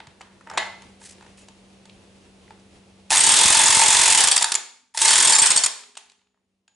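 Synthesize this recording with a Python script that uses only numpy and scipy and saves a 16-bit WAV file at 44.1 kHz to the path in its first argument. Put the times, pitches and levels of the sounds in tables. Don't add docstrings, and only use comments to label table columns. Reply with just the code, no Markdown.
import sys
import numpy as np
from scipy import signal
from scipy.fft import rfft, irfft
from scipy.io import wavfile
from scipy.ndimage import uniform_filter1d, minimum_filter1d

SR = 44100
rng = np.random.default_rng(int(sys.argv[2]) if len(sys.argv) > 2 else 0)


def gain_from_db(level_db):
    decades = np.asarray(level_db, float) / 20
    return 10 ** decades


def wav_out(sig):
    wavfile.write(sys.argv[1], SR, np.round(np.clip(np.atleast_2d(sig).T, -1, 1) * 32767).astype(np.int16))


N = 297664


def rms_one(x):
    return x / np.sqrt(np.mean(x ** 2) + 1e-20)


def curve(rows, outside=None):
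    s, value = np.transpose(rows)
    return np.interp(np.arange(N) / SR, s, value, outside, outside)


def at_hz(points, hz, axis=1):
    return np.interp(np.log(hz + 1), np.log(np.array(points)[:, 0]), np.array(points)[:, axis])


def coloured(white, spectrum):
    gain = gain_from_db(at_hz(spectrum, np.fft.rfftfreq(N, 1 / SR)))
    return rms_one(irfft(rfft(white) * gain, N))


def drift(rate_hz):
    r = np.exp(-2 * np.pi * rate_hz / SR)
    white = rng.standard_normal(N + SR)
    return rms_one(signal.lfilter([1], [1, -2 * r, r * r], white)[SR:])


def band(x, low_hz, high_hz):
    return signal.sosfilt(signal.butter(3, [low_hz, high_hz], "band", fs=SR, output="sos"), x)


def soft_band(x, low_hz, high_hz):
    return signal.sosfilt(signal.butter(2, [low_hz, high_hz], "band", fs=SR, output="sos"), x)


def two_sides(mid, side, alike):
    return np.sqrt(1 + alike) * mid + np.sqrt(1 - alike) * side * [[1], [-1]]


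def ring(force, hz, t60_s):
    r, w = gain_from_db(-60 / (t60_s * SR)), 2 * np.pi * hz / SR
    return signal.lfilter([0, np.sin(w)], [1, -2 * r * np.cos(w), r * r], force + 1e-18)


def ring_all(force, modes):
    return sum(gain_from_db(db) * ring(force, hz, t60_s) for hz, db, t60_s in modes)


def taps_at(s):
    return np.round(s * SR).astype(int)


def contacts(hits, level_db, fade_ms, kick):
    rise_ms = 0.4
    out, ms = np.zeros(N + 2000), np.arange(2000) / SR * 1000
    for (s, *_, hold_ms), db in zip(hits, level_db):
        hold = np.exp(-np.maximum(ms - hold_ms, 0) / fade_ms)
        shape = hold + kick * np.exp(-ms / 2.3)
        start = round(s * SR)
        out[start:start + 2000] += gain_from_db(db) * shape * -np.expm1(-ms / rise_ms)
    return out[:N]


def struck(hits, share_db, modes, fade_ms, spread_db):
    luck = spread_db * rng.standard_normal((len(hits), len(modes)))
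    rattle = rng.standard_normal(N)
    rung = 0
    for k, (hz, db, t60_s) in enumerate(modes):
        level_db = hits[:, 1] + share_db + db + luck[:, k]
        rung = rung + ring(rattle * contacts(hits, level_db, fade_ms, kick=2.0), hz, t60_s)
    return rung


def recorder_gain():
    open_db, fade_in_s, fade_in_db = 8.5, 0.58, 5.5
    duck_s, duck_db, recover_db_per_s = 3.1, 33, 2
    end_s = N / SR
    end_db = recover_db_per_s * (end_s - duck_s) - duck_db
    return gain_from_db(open_db + curve([(0, -fade_in_db), (fade_in_s, 0), (duck_s, 0),
                                (duck_s + .1, -duck_db), (end_s, end_db)]))


# pitch_hz, level_db (per Hz)
AIR = [(15, -28.5), (25, -13), (69, -1.5), (160, -10.5), (197, -5.5), (274, -9.5), (412, -7.5), (1300, -20),
       (1430, -21), (1630, -22), (2640, -18.5), (11000, -30.5), (14300, -79), (22000, -120)]
# pitch_hz, likeness (0 to 1)
LIKENESS = [(60, 0.64), (170, 1), (500, 0.63), (1420, 0.35), (4090, 0.3), (11700, 1)]
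# pitch_hz, level_db (rms)
HUM = [(96.9, -76), (193.8, -65.5), (344.5, -79.5)]


def background():
    mid, side = rfft(rng.standard_normal((2, N)))
    hz = np.fft.rfftfreq(N, 1 / SR)
    pair = two_sides(mid, side, np.clip(at_hz(LIKENESS, hz), 0, .99))
    air_db = -62.5 + 1.2 * drift(6)
    air = gain_from_db(air_db) * rms_one(irfft(pair * gain_from_db(at_hz(AIR, hz)), N))
    turns = np.cumsum(1 + .004 * drift(3)) / SR
    waver_db = .9 * drift(8)
    hum = sum(np.sqrt(2) * gain_from_db(db + waver_db) * np.sin(2 * np.pi * line_hz * turns) for line_hz, db in HUM)
    return recorder_gain() * (air + hum)


# start_s, level_db (peak), low_share_db, high_share_db
FITTING = [(0.001, -38, 6.5, -8), (0.069, -42.5, 4.5, -1), (0.208, -44.5, 12.5, -1), (0.213, -40, -2, 0),
           (0.269, -69, 21, -1), (0.311, -68, 22, -9), (0.409, -61.5, 20.5, 8), (0.471, -57, 25.5, 4),
           (0.498, -41, 13.5, 6), (0.512, -51, 24, 7), (0.535, -48.5, 21.5, 7), (0.551, -64, 17, 6),
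           (0.5738, -15.5, 4, -3.5), (0.5783, -18.5, 3.5, -3.5), (0.82, -44.5, 3, 3), (1.015, -52, 13, -7),
           (1.182, -53, 2.5, -10), (1.208, -49, 10, -5), (1.224, -51, 10, 3), (1.245, -53, 5, -7),
           (1.263, -51.5, 9.5, -1), (1.379, -52, 0, 0), (1.484, -43.5, -1, 2.5), (1.854, -46.5, -1, 3),
           (1.895, -43, -13, -10), (2.505, -47.5, 9, -7), (2.595, -70, 1, 15), (2.712, -70, 4, -5.5)]
# start_s, level_db (peak), low_share_db, high_share_db
PUTTING_DOWN = [(5.835, -40, -3, -4), (5.952, -43.5, -5, -1), (5.969, -33, -2, -3.5), (5.973, -39, -10, 11),
                (6.062, -61, 9, -3), (6.097, -49.5, -21, 4), (6.117, -53, -1, 3), (6.192, -63, -3, -14),
                (6.215, -65, -2.5, -8), (6.269, -66.5, -1, -14), (6.342, -76.5, 12.5, -8),
                (6.373, -81, 13, -1), (6.678, -53, -4, -1)]
# pitch_hz, level_db, t60_s
FLYWHEEL = [(775, -17, .05), (866, -6, .07), (900, -1, .065), (948, -2, .06), (1270, -10, .04),
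            (1700, -6, .04), (1830, -5, .04), (1950, -7, .05), (2126, -6, .06), (2545, -6, .03)]
# pitch_hz, level_db, t60_s
SOCKET = [(3380, -6, .018), (3520, -7, .02), (4190, -17, .015), (4530, -11, .03), (5230, -11, .02),
          (6010, -8, .015), (6760, -6, .02), (7000, -5, .02), (7220, -5, .022), (7625, -5, .025),
          (9100, -4, .012), (9960, -8, .015)]
# start_s, level_db
SCRAPE = [
    (.468, -48),
    (.52, -47.5),
    (.575, -36.5),
]


def clinks():
    s, db, low_db, high_db = np.transpose(FITTING + PUTTING_DOWN)
    contact_ms = 3.4
    hits = np.c_[s, db, low_db, 0 * s, high_db, contact_ms + 0 * s]
    white = rng.standard_normal(N)
    crack = 0
    for k, (low_hz, high_hz, colour_db) in enumerate([(702, 1760, 3.5), (2170, 4500, 4.0), (4420, 8450, -0.5)]):
        force = contacts(hits, hits[:, 1] + hits[:, 2 + k] + colour_db, fade_ms=1.6, kick=0.37)
        crack = crack + band(white[::-1] * force, low_hz, high_hz)
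    low = struck(hits, low_db - 42, FLYWHEEL, fade_ms=1.5, spread_db=3.0)
    high = struck(hits, high_db - 41, SOCKET, fade_ms=1.2, spread_db=2.0)
    grating = ring(white, 900, 0.028) + 0.38 * ring(white, 2000, .012) + 0.55 * ring(white, 1500, .01)
    scrape = rms_one(grating) * gain_from_db(curve(SCRAPE, -120) + 1.8 * drift(120))
    return band(crack, 335, 15000), band(low + high, 324, 17000) + scrape


def snaps():
    s, db, low_db, high_db = np.transpose(FITTING + PUTTING_DOWN)
    to_room_db = 23
    taps = np.zeros((3, N))
    colour_db = np.array([low_db + 5.5, 0 * s + 6.3, high_db + 1.5])
    taps[:, taps_at(s)] = gain_from_db(db + to_room_db + colour_db)
    return band(taps[0], 750, 2150) - band(taps[1], 2200, 4600) - band(taps[2], 5800, 9800)


# start_s, pitch_hz, level_db, t60_s
NOTES = [(.072, 900, -46, .04), (.207, 780, -45, .04), (.2, 7100, -52, .04), (0.073, 143, -35, 0.036),
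         (0.5, 5240, -41, 0.026), (0.536, 7070, -48, 0.3), (0.574, 7150, -43, .3), (.575, 6950, -36, .1),
         (.575, 2030, -31, 0.5), (.576, 7200, -22, .03), (.576, 8300, -25, .04), (.576, 3745, -33, .25),
         (.576, 2144, -33, 0.5), (.576, 4200, -34, .22), (.575, 2980, -35, .2), (.575, 1720, -27, 0.25),
         (.577, 1950, -28, 0.3), (.575, 860, -32, 0.3), (.576, 900, -35, 0.42), (1.38, 2580, -57, .1),
         (1.405, 2560, -57, .1), (1.422, 2700, -57, .08), (1.4, 3000, -57, .2), (1.41, 6750, -61, .5),
         (3.171, 6600, -12, .02), (4.315, 4600, -15, .05), (4.367, 5250, -14, .03), (4.379, 4650, -13, .04),
         (4.381, 5250, -15, .035), (2.48, 2000, -46, 0.015), (2.506, 878, -44, 0.07),
         (1.014, 900, -48, .05), (3.105, 2545, -19, .04), (3.128, 1750, -20, .06), (4.548, 249.3, -66, 1.6),
         (4.552, 7130, -10, 0.028), (5.645, 6950, -11, .04), (5.664, 6950, -10, .035),
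         (5.665, 250, -67, 2.4), (5.67, 6950, -45, 0.55), (5.67, 5230, -44, .4), (5.666, 4540, -44, .5),
         (5.751, 413, -65, 1.8), (5.968, 4554, -62, 0.4), (5.97, 8420, -31, 0.035), (6.18, 6930, -77, 0.9),
         (6.679, 6880, -68, 1.0), (6.679, 1610, -74, 0.26)]


def notes():
    rung = 0
    for s, hz, db, t60_s in NOTES:
        click = gain_from_db(db) * (np.arange(N) == round(s * SR))
        rung = rung + band(ring(click, hz, t60_s), hz / 2, 2 * hz)
    return rung * gain_from_db(3.0 * drift(45))


# pitch_hz, t60_s, level_db, likeness (left to right, 0 to 1)
GARAGE = [(150, 0.2, -4, 0.36), (398, 0.51, 6, .1), (940, 0.53, -1, 0.6), (2540, 0.51, -3, 0.67),
          (5800, 0.51, -5, 0.37), (10800, 0.42, -9, 0.19)]


def garage(x, first_ms):
    t, edges_hz = np.arange(SR) / SR, 88 * 2 ** np.arange(0, 7.6, .5)
    white, pair = rng.standard_normal((2, 2, SR)), 0
    for k, (low_hz, high_hz) in enumerate(zip(edges_hz, edges_hz[1:])):
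        mid, side = soft_band(white[k % 2], low_hz, high_hz)
        hz = np.sqrt(low_hz * high_hz)
        alike = np.clip(at_hz(GARAGE, hz, axis=3), 0, .95)
        fading = gain_from_db(at_hz(GARAGE, hz, axis=2) - 60 * t / at_hz(GARAGE, hz))
        pair = pair + fading * two_sides(mid, side, alike)
    pair = pair * np.clip(t * 1000 / first_ms - 1, 0, 1)
    return signal.fftconvolve(x[None], pair, axes=1)[:, :N]


# start_s, swell_s, fade_s, level_db (top)
RUBS = [
    (1.0, 0.067, 0.032, -45),
    (1.09, 0.025, 0.02, -49),
    (1.37, 0.024, 0.055, -54),
]
# pitch_hz, level_db (per Hz)
RUB = [(880, -42), (1500, -10.5), (1990, -3), (2290, -7.5), (8420, 0), (11000, -5.5), (14300, -24.5),
       (22000, -120)]


def rubs():
    edge_db, strokes = 11.5, 0
    for s, swell_s, fade_s, db in RUBS:
        top_s = s + swell_s
        strokes = strokes + gain_from_db(curve([(s, db - edge_db), (top_s, db), (top_s + fade_s, db - edge_db)], -120))
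    return coloured(rng.standard_normal(N), RUB) * gain_from_db(4.3 * drift(60)) * strokes


# start_s (motor on), rise_s, let_go_s, standstill_s, level_db (rush)
PULLS = [
    (3.097, 0.03, 4.1, 4.58, -22),
    (4.94, 0.06, 5.33, 5.67, -24.5),
]


def running():
    surge_s, surge_db, rundown_db = .05, 0, 20.5
    gain = 0
    for on, rise_s, off, stop, db in PULLS:
        up = on + rise_s
        gain = gain + gain_from_db(curve([(on, db - 24), (up, db + surge_db), (up + surge_s, db + surge_db),
                                 (up + 2 * surge_s, db), (off, db), (stop, db - rundown_db)], -120))
    return gain


def shudder():
    both, left, right = band(rng.standard_normal((3, N)), 35, 490)
    lumps = gain_from_db(4.0 * drift(30))
    return gain_from_db(14.0) * running() ** 1.98 * lumps * (both + 0.55 * np.array([left, right]))


# start_s, level_db (peak), flywheel_share_db,
# socket_share_db, chatter_ms
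CATCHES = [(3.1043, -10, -16, -39.5, 2.5), (3.11, -10, -19, -19.5, 2.2), (3.1173, -12, -9.5, -18.5, 4.5),
           (3.125, -11, -13.5, -26.5, 18), (3.1465, -9.5, -21.5, -27, 1.5), (3.151, -11.5, -9, -17.5, 5),
           (3.158, -10, -27, -20, 5), (3.169, 0, -28, -14, 3.5), (3.179, -9, -27.5, 1.5, 4),
           (3.192, -9.5, -26.5, -10, 3), (3.2049, 0.5, -27, 5.5, 6), (5.647, -14, -28, -11.5, 5.5),
           (4.41, -18.5, -7.5, -17.5, 12), (4.9462, -33, -6, -23.5, 8), (4.9731, -14, -13.5, -24, 6.8),
           (4.989, -15.5, -17.5, -38.5, 1.5), (5.008, -19, -22, -13, 2.4), (5.0155, 2.5, -27.5, -12.5, 4.2),
           (5.027, -17.5, -39, -1.5, 5.9), (5.049, 0, -19.5, 3.5, 9.5)]
# start_s, level_db (peak), flywheel_share_db, socket_wall_share_db, collar_share_db
SPINNING_ON = [(3.2369, -2.5, -18, -9, -14.5), (3.2644, -1.5, -21, -7.5, -16),
               (3.2896, 0.5, -24, -6.5, -18.5), (3.3165, -4, -18, -5, -19.5), (3.3387, -1, -22.5, -15, -21),
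               (3.3644, 0, -19, -9, -12), (3.3881, -2.5, -23.5, -13.5, -11.5),
               (3.4104, -4, -17, -12.5, -18), (3.4331, -2.5, -21.5, -7, -12), (3.4564, -1.5, -24, -14, -15),
               (3.4794, -3, -22, -14, -11), (3.5023, -2.5, -14.5, -14, -15.5),
               (3.5244, -5.5, -21, -11, -16), (3.5469, -3.5, -19, -15, -12), (3.5688, -4, -21, -14, -19.5),
               (3.591, 0, -16, -12, -13), (3.6141, -4.5, -17.5, -13, -16), (3.6356, -2, -26, -15.5, -9.5),
               (3.6578, -1, -22.5, -15, -7.5), (3.6801, -5, -21, -14.5, -9.5),
               (3.7034, -4.5, -22.5, -12.5, -12.5)]
DRIVING_HOME = [(3.725, -4, -17, -15, -14), (3.7468, -1, -16, -15, -14), (3.7675, -3.5, -21.5, -13, -14.5),
                (3.7924, -2.5, -21, -11.5, -12.5), (3.813, -1.5, -15, -11.5, -13),
                (3.8357, -6, -25, -18, -13.5), (3.8598, -4.5, -19, -11.5, -16.5),
                (3.8809, -5, -24.5, -9, -12), (3.903, -2.5, -20.5, -17, -11.5),
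                (3.926, -5.5, -21.5, -13.5, -10.5), (3.9461, -4, -14, -16, -16),
                (3.9673, -4, -18.5, -14.5, -16.5), (3.9907, -2.5, -24.5, -16.5, -17),
                (4.0131, -4, -18, -15, -13), (4.0343, -5.5, -27, -15.5, -19),
                (4.0565, -3.5, -24, -18.5, -15.5), (4.077, -4.5, -19, -17, -12.5),
                (4.101, -3, -24, -14.5, -12), (4.1229, -7, -20.5, -18, -17), (4.148, -4, -20, -16, -14),
                (4.1748, -1, -21, -12, -10)]
SECOND_PULL = [
    (5.079, -3, -22, -13, -20),
    (5.1058, -3, -24.5, -11.5, -17.5),
    (5.1307, -6, -24.5, -15.5, -17),
    (5.1552, -3.5, -30.5, -14.5, -14),
    (5.1789, -4.5, -22.5, -17.5, -16),
    (5.2013, -5.5, -24.5, -15, -8.5),
    (5.2237, -5, -26, -15, -14),
    (5.2474, -3, -32.5, -6, -15),
    (5.2729, -4, -20.5, -8.5, -16),
    (5.2951, -4, -20.5, -9.5, -13.5),
]
# start_s, loss_db
BITE = [
    (3.24, 12),
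    (3.5, 16.5),
    (4.17, 14.5),
    (5.08, 5.5),
    (5.3, 6),
]
# start_s, level_db (peak), socket_share_db, bounce_after_ms, bounce_loss_db
COASTING = [(4.2044, 2.5, -16.5, 11, 13), (4.2373, -2.5, -4, 11, 10.5), (4.272, -2.5, -15, 12, 2),
            (4.3137, 1.5, -4.5, 12.5, 15.5), (4.3625, -3.5, -5.5, 15, 6), (4.4232, -10, -18, 19.6, -6.5),
            (4.4842, -27, -22, 11, 13), (4.5186, -10, -29, 23, 5), (4.551, -14, -25.5, 4.7, 1),
            (5.322, -2.5, -7, 8.8, -4), (5.3509, -2.5, -17, 11, 8), (5.3842, -2.5, -1.5, 10, 1.5),
            (5.4185, -1.5, 3.5, 6.8, -6), (5.4584, -3, -1, 10, 0), (5.504, -4, -1.5, 11, -3),
            (5.5617, -5.5, 1.5, 11.8, -5.5), (5.6364, -10, -15.5, 6.5, 8), (5.661, -10.5, -6.5, 9.9, 31)]


def blows():
    s, db, wheel_db, wall_db, _ = np.transpose(SPINNING_ON + DRIVING_HOME + SECOND_PULL)
    luck = rng.standard_normal((len(s), 4))
    even_db = db + 3.5 + .5 * luck[:, 0]
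    even = np.c_[s, even_db, wheel_db, wall_db + 4.5, 5 + luck[:, 1]]
    at, coast_db, socket_db, after_ms, coast_loss_db = np.transpose(COASTING)
    coast = np.c_[at, coast_db, -22.5 + 0 * at, socket_db, 6.1 + 0 * at]
    main = np.r_[even, coast]
    bounce = main.copy()
    bounce_ms = 9.5 + 1.0 * luck[:, 2]
    loss_db = np.interp(s, *np.transpose(BITE)) + 3.0 * luck[:, 3]
    bounce[:, 0] += np.r_[bounce_ms, after_ms] / 1000
    bounce[:, 1] -= np.r_[loss_db, coast_loss_db]
    bounce[:, 4] = 2.2
    return np.r_[main, bounce, CATCHES]


# pitch_hz, level_db (per Hz)
CHATTER = [(180, -45.5), (300, -13.5), (764, -44.5), (888, -1), (1400, -6), (1750, -1.5), (2920, -2.5),
           (3450, -0.5), (5580, -1), (8390, 2), (11000, -2), (14300, -29), (22000, -120)]


def wrench(hits):
    grit = rng.standard_normal(N) * gain_from_db(0.55 * drift(260))
    chatter = coloured(grit, CHATTER) * contacts(hits, hits[:, 1] - 7.5, fade_ms=1.26, kick=0.59)
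    wheel = struck(hits, hits[:, 2] - 29, FLYWHEEL, fade_ms=0.64, spread_db=1.5)
    socket = struck(hits, -40.5, SOCKET, fade_ms=0.57, spread_db=5.5)
    motor = coloured(rng.standard_normal(N), CHATTER) * running() * gain_from_db(2.0 * drift(150))
    return band(chatter + wheel + motor, 700, 19000) + socket


# pitch_hz, level_db, t60_s
SOCKET_WALL = [(8270, -6, .016), (8405, -1, .018), (8560, -8, .012)]


def socket_wall(hits):
    taps = np.zeros(N)
    taps[taps_at(hits[:, 0])] = gain_from_db(hits[:, 1] + hits[:, 3] + 11)
    return band(ring_all(taps, SOCKET_WALL), 520, 8300)


# pitch_hz, level_db, t60_s
ANVIL = [(4523, -18.5, 0.041), (5290, -14, .025), (7230, -14.5, 0.045)]
# start_s, level_db
TIGHTENING = [
    (3.1, -11),
    (4.1, -5),
    (4.3, -3),
    (5.7, 6.5),
]


def anvil(hits):
    taps, luck = np.zeros((len(ANVIL), N)), rng.standard_normal((len(hits), len(ANVIL)))
    signs = np.sign(luck.T[::-1])
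    taps[:, taps_at(hits[:, 0])] = gain_from_db(hits[:, 1] + 5 * luck.T) * signs
    clearer = gain_from_db(curve(TIGHTENING))
    rung = sum(gain_from_db(db) * ring(tap * clearer, hz, t60_s) for tap, (hz, db, t60_s) in zip(taps, ANVIL))
    return band(rung, 2500, 17000)


# start_s, level_db
JOLTS = [(3.113, -10), (3.456, 12), (3.503, 7), (3.571, 2), (3.615, -11), (3.691, -11), (3.77, 5.5),
         (3.86, -9), (3.885, 0), (3.95, -7.5), (3.995, -4.5), (4.1, -4.5), (4.239, -4), (5.201, -4),
         (5.27, -4.5), (5.42, 0.5), (5.5, -11), (5.56, -5), (5.66, -18)]


def jolts():
    taps = np.zeros(N)
    for s, db in JOLTS:
        taps[round(s * SR)] = gain_from_db(db)
    return gain_from_db(12.5) * soft_band(taps, 60, 330) * gain_from_db([[.6], [-.6]])


# pitch_hz, level_db, t60_s
COLLAR = [(6810, 1, .018), (6880, -8, .015), (7250, -6.5, .018)]


def collar():
    s, db, *_, collar_db = np.transpose(SPINNING_ON + DRIVING_HOME + SECOND_PULL)
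    taps = np.zeros(N)
    taps[taps_at(s) + 40] = gain_from_db(db + 1.4 * collar_db + 15.5)
    return band(ring_all(taps, COLLAR), 4000, 10000)


def scene():
    hits = blows()
    crack, rings = clinks()
    spread = wrench(hits) + rings + rubs()
    beamed = socket_wall(hits) + collar() + notes() + anvil(hits)
    echoes = garage(spread + snaps() + gain_from_db(-9) * beamed, first_ms=4.0)
    close = (spread + crack + beamed) * gain_from_db([[-.1], [.1]])
    return close + gain_from_db(-37.5) * echoes + shudder() + jolts() + background()


def roll_off(x):
    return signal.sosfilt(signal.butter(12, 12340, fs=SR, output="sos"), x)


def record(dry):
    limit_db, cutoff_hz, knee, squash = -4.0, 11330, 0.62, 0.8
    peak = np.abs(dry).max(axis=0)
    room_left = minimum_filter1d(np.minimum(1, gain_from_db(limit_db) / (peak + 1e-9)), size=45)
    limited = dry * uniform_filter1d(room_left, size=31)
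    bent = limited + .001 * limited ** 2
    steady = signal.sosfilt(signal.butter(1, 40, "high", fs=SR, output="sos"), bent)
    cut = signal.sosfilt(signal.cheby2(22, 62, cutoff_hz, fs=SR, output="sos"), steady)
    rounded = cut - squash * np.sign(cut) * np.maximum(np.abs(cut) - knee, 0) ** 2
    return roll_off(rounded)


dry = scene()
out = record(dry)
wav_out(out)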